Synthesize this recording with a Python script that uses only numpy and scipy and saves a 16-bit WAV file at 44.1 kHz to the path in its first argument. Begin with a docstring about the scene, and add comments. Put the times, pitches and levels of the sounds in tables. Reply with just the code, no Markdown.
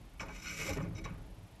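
"""Over a quiet room and a faint pulsing whine, the iron box of a stove booms. A small steel shovel lands on
the firebox floor, is pushed through ash and coals, bumps the back and taps twice on its way out.
Random grain impacts excite the resonant modes of blade and walls and a broadband hiss; single grains and
lumps of coal are decaying sines, the boom is noise through low modes, the room shaped noise, the whine
a gated sine with a little buzz."""
import sys
import numpy as np
from scipy import signal
from scipy.fft import rfft, irfft
from scipy.io import wavfile

SR = 44100
rng = np.random.default_rng(int(sys.argv[2]) if len(sys.argv) > 2 else 0)


def generate_wav(signal):
    """Clip the signal to [-1, 1] and save it as 16-bit WAV at the path in sys.argv[1]."""
    frames = np.transpose(np.atleast_2d(signal))
    scaled = np.clip(frames, -1, 1) * 32767
    pcm = np.round(scaled).astype(np.int16)
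    wavfile.write(sys.argv[1], SR, pcm)


N = 70560  # samples


def amp(db):
    """Decibels to amplitude: 20 dB is a factor of ten."""
    return 10 ** (np.asarray(db) / 20)


def rms_one(x):
    """Normalisation by the root mean square."""
    return x / np.sqrt(np.mean(x ** 2) + 1e-20)


def in_time(rows, edge_s=0.027):
    """Linear interpolation of levels over time; the first column falls silent just outside the table."""
    s, first, *rest = np.transpose(rows)
    t = np.arange(N) / SR
    outside_s = np.maximum(s[0] - t, t - s[-1])
    fade_db = 40 * np.clip(outside_s / edge_s, 0, 3)
    return [np.interp(t, s, first) - fade_db] + [np.interp(t, s, column) for column in rest]


def drift(rate_hz):
    """Low-passed noise: two equal real poles leave a slow random fluctuation of rms 1."""
    settling = 8000  # samples dropped while the filter settles
    r = np.exp(-2 * np.pi * rate_hz / SR)
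    slow = signal.lfilter([1], [1, -2 * r, r * r], rng.standard_normal(N + settling))
    return rms_one(slow[settling:])


def grains(per_s, spread_db):
    """Shot noise: clicks at random instants, of uneven size and either sign, rms 1."""
    size = amp(spread_db * np.minimum(rng.exponential(1, N), 5))
    signed_size = size * rng.choice([-1, 1], N)
    return rms_one(signed_size * (rng.random(N) < per_s / SR))


def body(x, pitches_hz, modes, flutter_db=0.0):
    """Modal superposition: parallel resonators, each driven by a randomly fluctuating share of the input.

    Each mode: width in Hz, level in dB; white noise of rms 1 gives an rms near 1 without flutter."""
    flutter_hz = 33
    out, power = 0, 0
    for k, (hz, (width, db)) in enumerate(zip(pitches_hz, modes)):
        r = np.exp(-np.pi * max(width, 3) / SR)  # a wider resonance decays faster
        driven = x * amp(flutter_db * drift(flutter_hz)) + 1e-18
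        zeros = np.array([1, 0, -1]) * (1 - r * r) / 2
        poles = [1, -2 * r * np.cos(2 * np.pi * hz / SR), r * r]
        sign = (-1) ** k  # neighbouring modes have opposite polarity
        out = out + sign * amp(db) * signal.lfilter(zeros, poles, driven)
        power += amp(db) ** 2 * (1 - r * r) / 2
    return out / np.sqrt(power)


def colour(x, spectrum):
    """Spectral shaping by a table of (Hz, relative dB per Hz), falling away beyond its ends.

    White noise of rms 1 gives an rms near 1."""
    hz, db = np.transpose(spectrum)
    f = np.arange(N // 2 + 1) * SR / N + 1  # offset by 1 Hz so the logarithm exists
    low_fall = np.minimum(f / hz[0], 1) ** 3
    high_fall = np.minimum(hz[-1] / f, 1) ** 3
    gain = amp(np.interp(np.log(f), np.log(hz), db)) * low_fall * high_fall
    return irfft(rfft(x) * rms_one(gain), N)


def rings(events, rise_s):
    """Damped free vibration: each blow swells over its contact time and decays exponentially."""
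    out = 0
    for s, hz, db, t60 in events:
        t = np.maximum(np.arange(N) / SR - s, 0)
        swell = 1 - np.exp(-t / rise_s)
        decay = amp(db - 60 * t / t60)
        out = out + swell * decay * np.sin(2 * np.pi * (hz * t + rng.random()))
    return out


def quiet_room():
    """Stationary background noise: white noise given the room's spectrum."""
    # Spectrum of the room. Each row: frequency in Hz, relative density in dB per Hz.
    room_spectrum = [(120, -66), (200, -1.5), (363, -8), (774, -6.5), (1590, -17), (1780, -14), (1940, -16),
                     (2200, -14), (11000, -29.5), (14900, -34.5)]
    room_db = -63
    return amp(room_db) * colour(rng.standard_normal(N), room_spectrum)


def boom():
    """Low-order modes of a box: noise shakes the whole box and the floor under it at a few low pitches."""
    # Levels over time. Each row: time in seconds, then lower modes, upper modes and deepest rumble in dB.
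    boom_levels = [(0.0, -43, -57, -66), (0.066, -66, -60.5, -48.5), (0.098, -66, -73, -62),
                   (0.182, -60.5, -65, -49), (0.218, -51.5, -50.5, -47.5), (0.338, -67, -55.5, -49.5),
                   (0.422, -49.5, -58, -59), (0.454, -63, -51.5, -44), (0.556, -61, -52, -52),
                   (0.632, -47.5, -47.5, -44), (0.676, -48, -47.5, -62), (0.716, -52, -45, -52),
                   (0.748, -60, -47, -47), (0.802, -38, -39.5, -48), (0.86, -44, -45, -49),
                   (0.944, -47, -53, -56), (0.97, -43.5, -49.5, -56), (1.002, -53.5, -47, -48.5),
                   (1.132, -45.5, -50.5, -46), (1.158, -54, -56.5, -45), (1.444, -56, -62, -58.5),
                   (1.5, -73, -63.5, -62), (1.536, -52, -72.5, -61.5), (1.6, -65, -58.5, -55)]
    # Pitches in Hz of the deepest, lower and upper modes.
    rumble_hz = [39, 62]
    box_low_hz = [80, 110]
    box_high_hz = [158, 182, 265, 321]
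    # The same modes. Each row: width in Hz, relative level in dB.
    rumble_modes = [(12, 5), (18, -8.5)]
    box_low_modes = [(25, -1.5), (25, 2.5)]
    box_high_modes = [(14.6, -0.5), (22.4, -3), (16.2, -11), (20.4, -11.5)]

    low_db, high_db, rumble_db = in_time(boom_levels)
    # a broad second resonance confines each group of modes to its own band
    low = body(body(rng.standard_normal(N), box_low_hz, box_low_modes), [95], [(90, 0)])
    high = body(body(rng.standard_normal(N), box_high_hz, box_high_modes), [220], [(300, 0)])
    rumble = body(body(rng.standard_normal(N), rumble_hz, rumble_modes), [42], [(70, 0)])
    return amp(low_db) * rms_one(low) + amp(high_db) * rms_one(high) + amp(rumble_db) * rms_one(rumble)


def whine():
    """Amplitude modulation: a periodic gate cuts a high tone and a little buzz into regular pips."""
    tone_hz, tone_db, buzz_db = 11200, -74.5, -75
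    first_s, length_s, period_s = 0.016, 0.016, 1 / 23.976  # centre of a pip, its width at 1/e, spacing
    t = np.arange(N) / SR
    from_centre_s = (t - first_s + period_s / 2) % period_s - period_s / 2
    gate = np.exp(-(2 * from_centre_s / length_s) ** 4)
    tone = np.sin(2 * np.pi * tone_hz * t)
    buzz = body(rng.standard_normal(N), [11300], [(1800, 0)])
    return gate * (amp(tone_db) * tone + amp(buzz_db) * buzz)


def coals():
    """Modal excitation by friction: coals grind on the walls as coarse grains, ringing them and crunching."""
    # Grinding over time. Each row: time in seconds, level of the lower wall modes and of the upper in dB.
    grind = [(.19, -67, -82), (.206, -69, -44.5), (.235, -57, -54), (.272, -56, -55), (.292, -57.5, -53),
             (.33, -66, -65), (.354, -61.5, -60), (.412, -63.5, -67), (.47, -69, -66), (.585, -59.5, -70),
             (.6, -44.5, -49), (.64, -52.5, -50), (.675, -54, -51.5), (.7, -44.5, -51), (.748, -65, -59),
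             (.765, -44, -58), (.773, -47, -42), (.82, -60.5, -56), (.86, -51.5, -58), (.9, -60.5, -65),
             (1.0, -61.5, -67.5), (1.04, -62, -69), (1.052, -53, -44), (1.08, -57, -55.5),
             (1.15, -64, -64.5), (1.25, -66, -73.5), (1.4, -68, -81)]
    # Pitches in Hz of the lower and upper wall modes.
    wall_low_hz = [402, 440, 546, 598, 635]
    wall_high_hz = [826, 906, 1000, 1105, 1200, 1251, 1452]
    # The same modes. Each row: width in Hz, relative level in dB.
    wall_low_modes = [(29, 0), (28.4, 1), (27, -0.5), (25, -9), (21.2, -1.5)]
    wall_high_modes = [(29.6, -3.5), (30.8, 5), (62.5, -2), (52, 3.5), (34.5, 0), (32, 2), (37.6, 0)]

    crunch_db = -2.5  # against the upper wall modes
    low_db, high_db = in_time(grind)
    coal = grains(per_s=1500, spread_db=3.5)
    dull = colour(coal, [(500, 6), (1000, -4), (1800, 1.5)])
    crunch = amp(crunch_db + high_db) * dull
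    low = body(amp(low_db) * coal, wall_low_hz, wall_low_modes, flutter_db=3.5)
    high = body(amp(high_db) * coal, wall_high_hz, wall_high_modes, flutter_db=2.0)
    return low + high + crunch


def blade():
    """Source and resonator: stroke and knocks set the force of the grit; blade modes and a hiss answer."""
    # Dragging over grit. Each row: time in seconds, level in dB, treble and top relative to it in dB,
    # loose ash hiss in dB (a quarter of treble plus top is added to it).
    stroke = [(.25, -58.5, -14, -30, 0), (.27, -63.5, -12, -25, -3), (.31, -62, -8, -25.5, 0),
              (.362, -54.5, -5, -18, 2.5), (.41, -62, 0.5, -14, 0.5), (.445, -46.5, -5.5, -18.5, -5),
              (.47, -45, -6.5, -27, -7), (.51, -45.5, -6, -21, -2), (.566, -49.5, -3.5, -14, -1.5),
              (.6, -45, -6, -17.5, 5), (.64, -46.5, -5, -16, -0.5), (.695, -45, -4, -13.5, 3.5),
              (.72, -51.5, -5, -17, 0), (.76, -58, -7, -12.5, 3), (.79, -59, -22, -22, -3),
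              (.83, -57, -4.5, -19, -11), (.86, -59, -29, -42, -17), (.885, -70, -14, -32, -4)]
    # Brief knocks and skids. Each row: start in seconds, the same four levels in dB, then rise, hold and
    # 60 dB decay time in seconds.
    knocks = [(0.195, -42, -18, -34.5, -5, .001, 0.0034, 0.066),
              (0.201, -50.5, -5.5, -25, 3, .003, 0.012, 0.11),
              (0.281, -58.5, -17.5, -34, 3, 0.0027, 0.0065, 0.058),
              (0.617, -46, -16, -24, 1, 0.0022, 0.0063, 0.055),
              (0.729, -54, 1, -15, 0, 0.0042, .004, 0.032), (0.77, -57, -7, -15, 8, 0.0011, 0.0052, 0.021),
              (0.946, -60.5, 2, -34, -8, 0.0064, 0.025, 0.052),
              (0.979, -51.5, -8, -24, -12, 0.0027, 0.0086, 0.04),
              (1.04, -49.5, -3, -28, -1, .001, 0.011, 0.03),
              (1.054, -55.5, -20, -34, -7, 0.0035, 0.022, 0.24)]
    # Pitches in Hz of the low, high, edge and top modes of the blade.
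    low_hz = [1235, 1450, 1560, 1810, 2090, 2200, 2288, 2520, 2900]
    high_hz = [3780, 4310, 5000, 5230, 5400, 5960]
    edge_hz = [6910, 7410]
    top_hz = [8680, 11400, 12500]
    # The same modes. Each row: width in Hz, relative level in dB.
    low_modes = [(70.5, -7), (24.7, -5), (35, -5), (24.6, -15.5), (33.8, -1), (41, -1.5), (29, 4),
                 (62.6, -2), (151, -9.5)]
    high_modes = [(49, 0), (29.6, -5), (50, -10), (49.5, 3.5), (61, 1.5), (123, 6)]
    edge_modes = [(40, 1), (150, -2.5)]
    top_modes = [(300, -5), (249, 7), (600, -25)]
    # Hiss of grit, main and top band. Each row: frequency in Hz, relative density in dB per Hz.
    grit_spectrum = [(900, -51), (2000, 11), (3000, 0.5), (4500, -2), (7500, -2.5), (8500, -14.5)]
    grit_top_spectrum = [(8000, -10.5), (13000, -12), (15000, -10)]

    grains_per_s, spread_db, flutter_db, hiss_db = 6000, 3.5, 1.5, 0.5
    t = np.arange(N) / SR
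    level_db, treble_db, top_db, ash_db = in_time(stroke)
    ash_db = ash_db + (treble_db + top_db) / 4
    force = amp(level_db + np.array([0 * level_db, treble_db, top_db, ash_db]))
    for s, db, treble_db, top_db, ash_db, rise, hold, t60 in knocks:
        attack = np.clip((t - s) / max(rise, .0005), 0, 1)
        decay = amp(db - 60 * np.maximum(t - s - rise - hold, 0) / t60)
        balance = amp([[0], [treble_db], [top_db], [ash_db + (treble_db + top_db) / 4]])
        force = force + balance * attack * decay
    low, high, top, ash = force

    grit = grains(grains_per_s, spread_db)
    dust = grains(grains_per_s, spread_db)
    edge_force = np.sqrt(high * top)  # midway in dB between the two bands
    modes = (body(low * grit, low_hz, low_modes, flutter_db)
             + body(high * grit, high_hz, high_modes, flutter_db)
             + body(edge_force * grit, edge_hz, edge_modes, flutter_db)
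             + body(top * grit, top_hz, top_modes, flutter_db))
    hiss = amp(hiss_db) * ash * colour(dust, grit_spectrum) + top * colour(dust, grit_top_spectrum)
    return modes + hiss


def pings():
    """Impulsive excitation of one mode: single hard grains catch the blade and set it ringing."""
    # Each row: start in seconds, pitch in Hz, level in dB from which the decay starts (the swell lowers
    # the actual peak), 60 dB decay time in seconds.
    ping_events = [(.1965, 2270, -36, .06), (.206, 5400, -44, 0.081), (.290, 2288, -52.5, .25),
                   (.291, 850, -47, 0.11), (.296, 1570, -50, .15), (.455, 1450, -48.5, .4),
                   (.468, 4310, -52.5, .25), (.478, 2288, -44.5, 0.22), (.506, 2288, -46, .12),
                   (.955, 3800, -61, .25), (.976, 2210, -49.5, 0.19), (.978, 5960, -54, .12),
                   (1.044, 2250, -44.5, .08), (1.044, 3850, -50.5, 0.12), (1.074, 2250, -49.5, 0.093)]
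    return rings(ping_events, rise_s=0.0018)


def thuds():
    """Impact with a softer contact: lumps of coal hit the iron, each ringing mostly one mode."""
    # Each row: start in seconds, pitch in Hz, level in dB from which the decay starts (the swell lowers
    # the actual peak), 60 dB decay time in seconds.
    thud_events = [(.598, 439, -48.5, 0.23), (.685, 547, -31.5, 0.14), (.692, 819, -41.5, 0.15),
                   (0.701, 82.4, -35.5, .4), (0.704, 287, -36.5, 0.14), (.772, 404, -41.5, 0.15),
                   (.778, 156, -32.5, 0.3), (.798, 108, -37.5, 0.23), (0.847, 561, -46.5, 0.18),
                   (1.105, 155.6, -39.5, 0.23)]
    return rings(thud_events, rise_s=0.0035)


def scene():
    """Linear superposition of shovel, coals and box in the room, on one channel."""
    shovel = blade() + pings()
    stove = coals() + thuds() + boom()
    return (shovel + stove + quiet_room() + whine())[None]


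def record(dry):
    """Band limitation: a steep low-pass holds everything from 15350 Hz up at least 60 dB down."""
    low_pass = signal.cheby2(14, 60, 15350, fs=SR, output="sos")
    return signal.sosfilt(low_pass, dry)


dry = scene()
out = record(dry)
generate_wav(out)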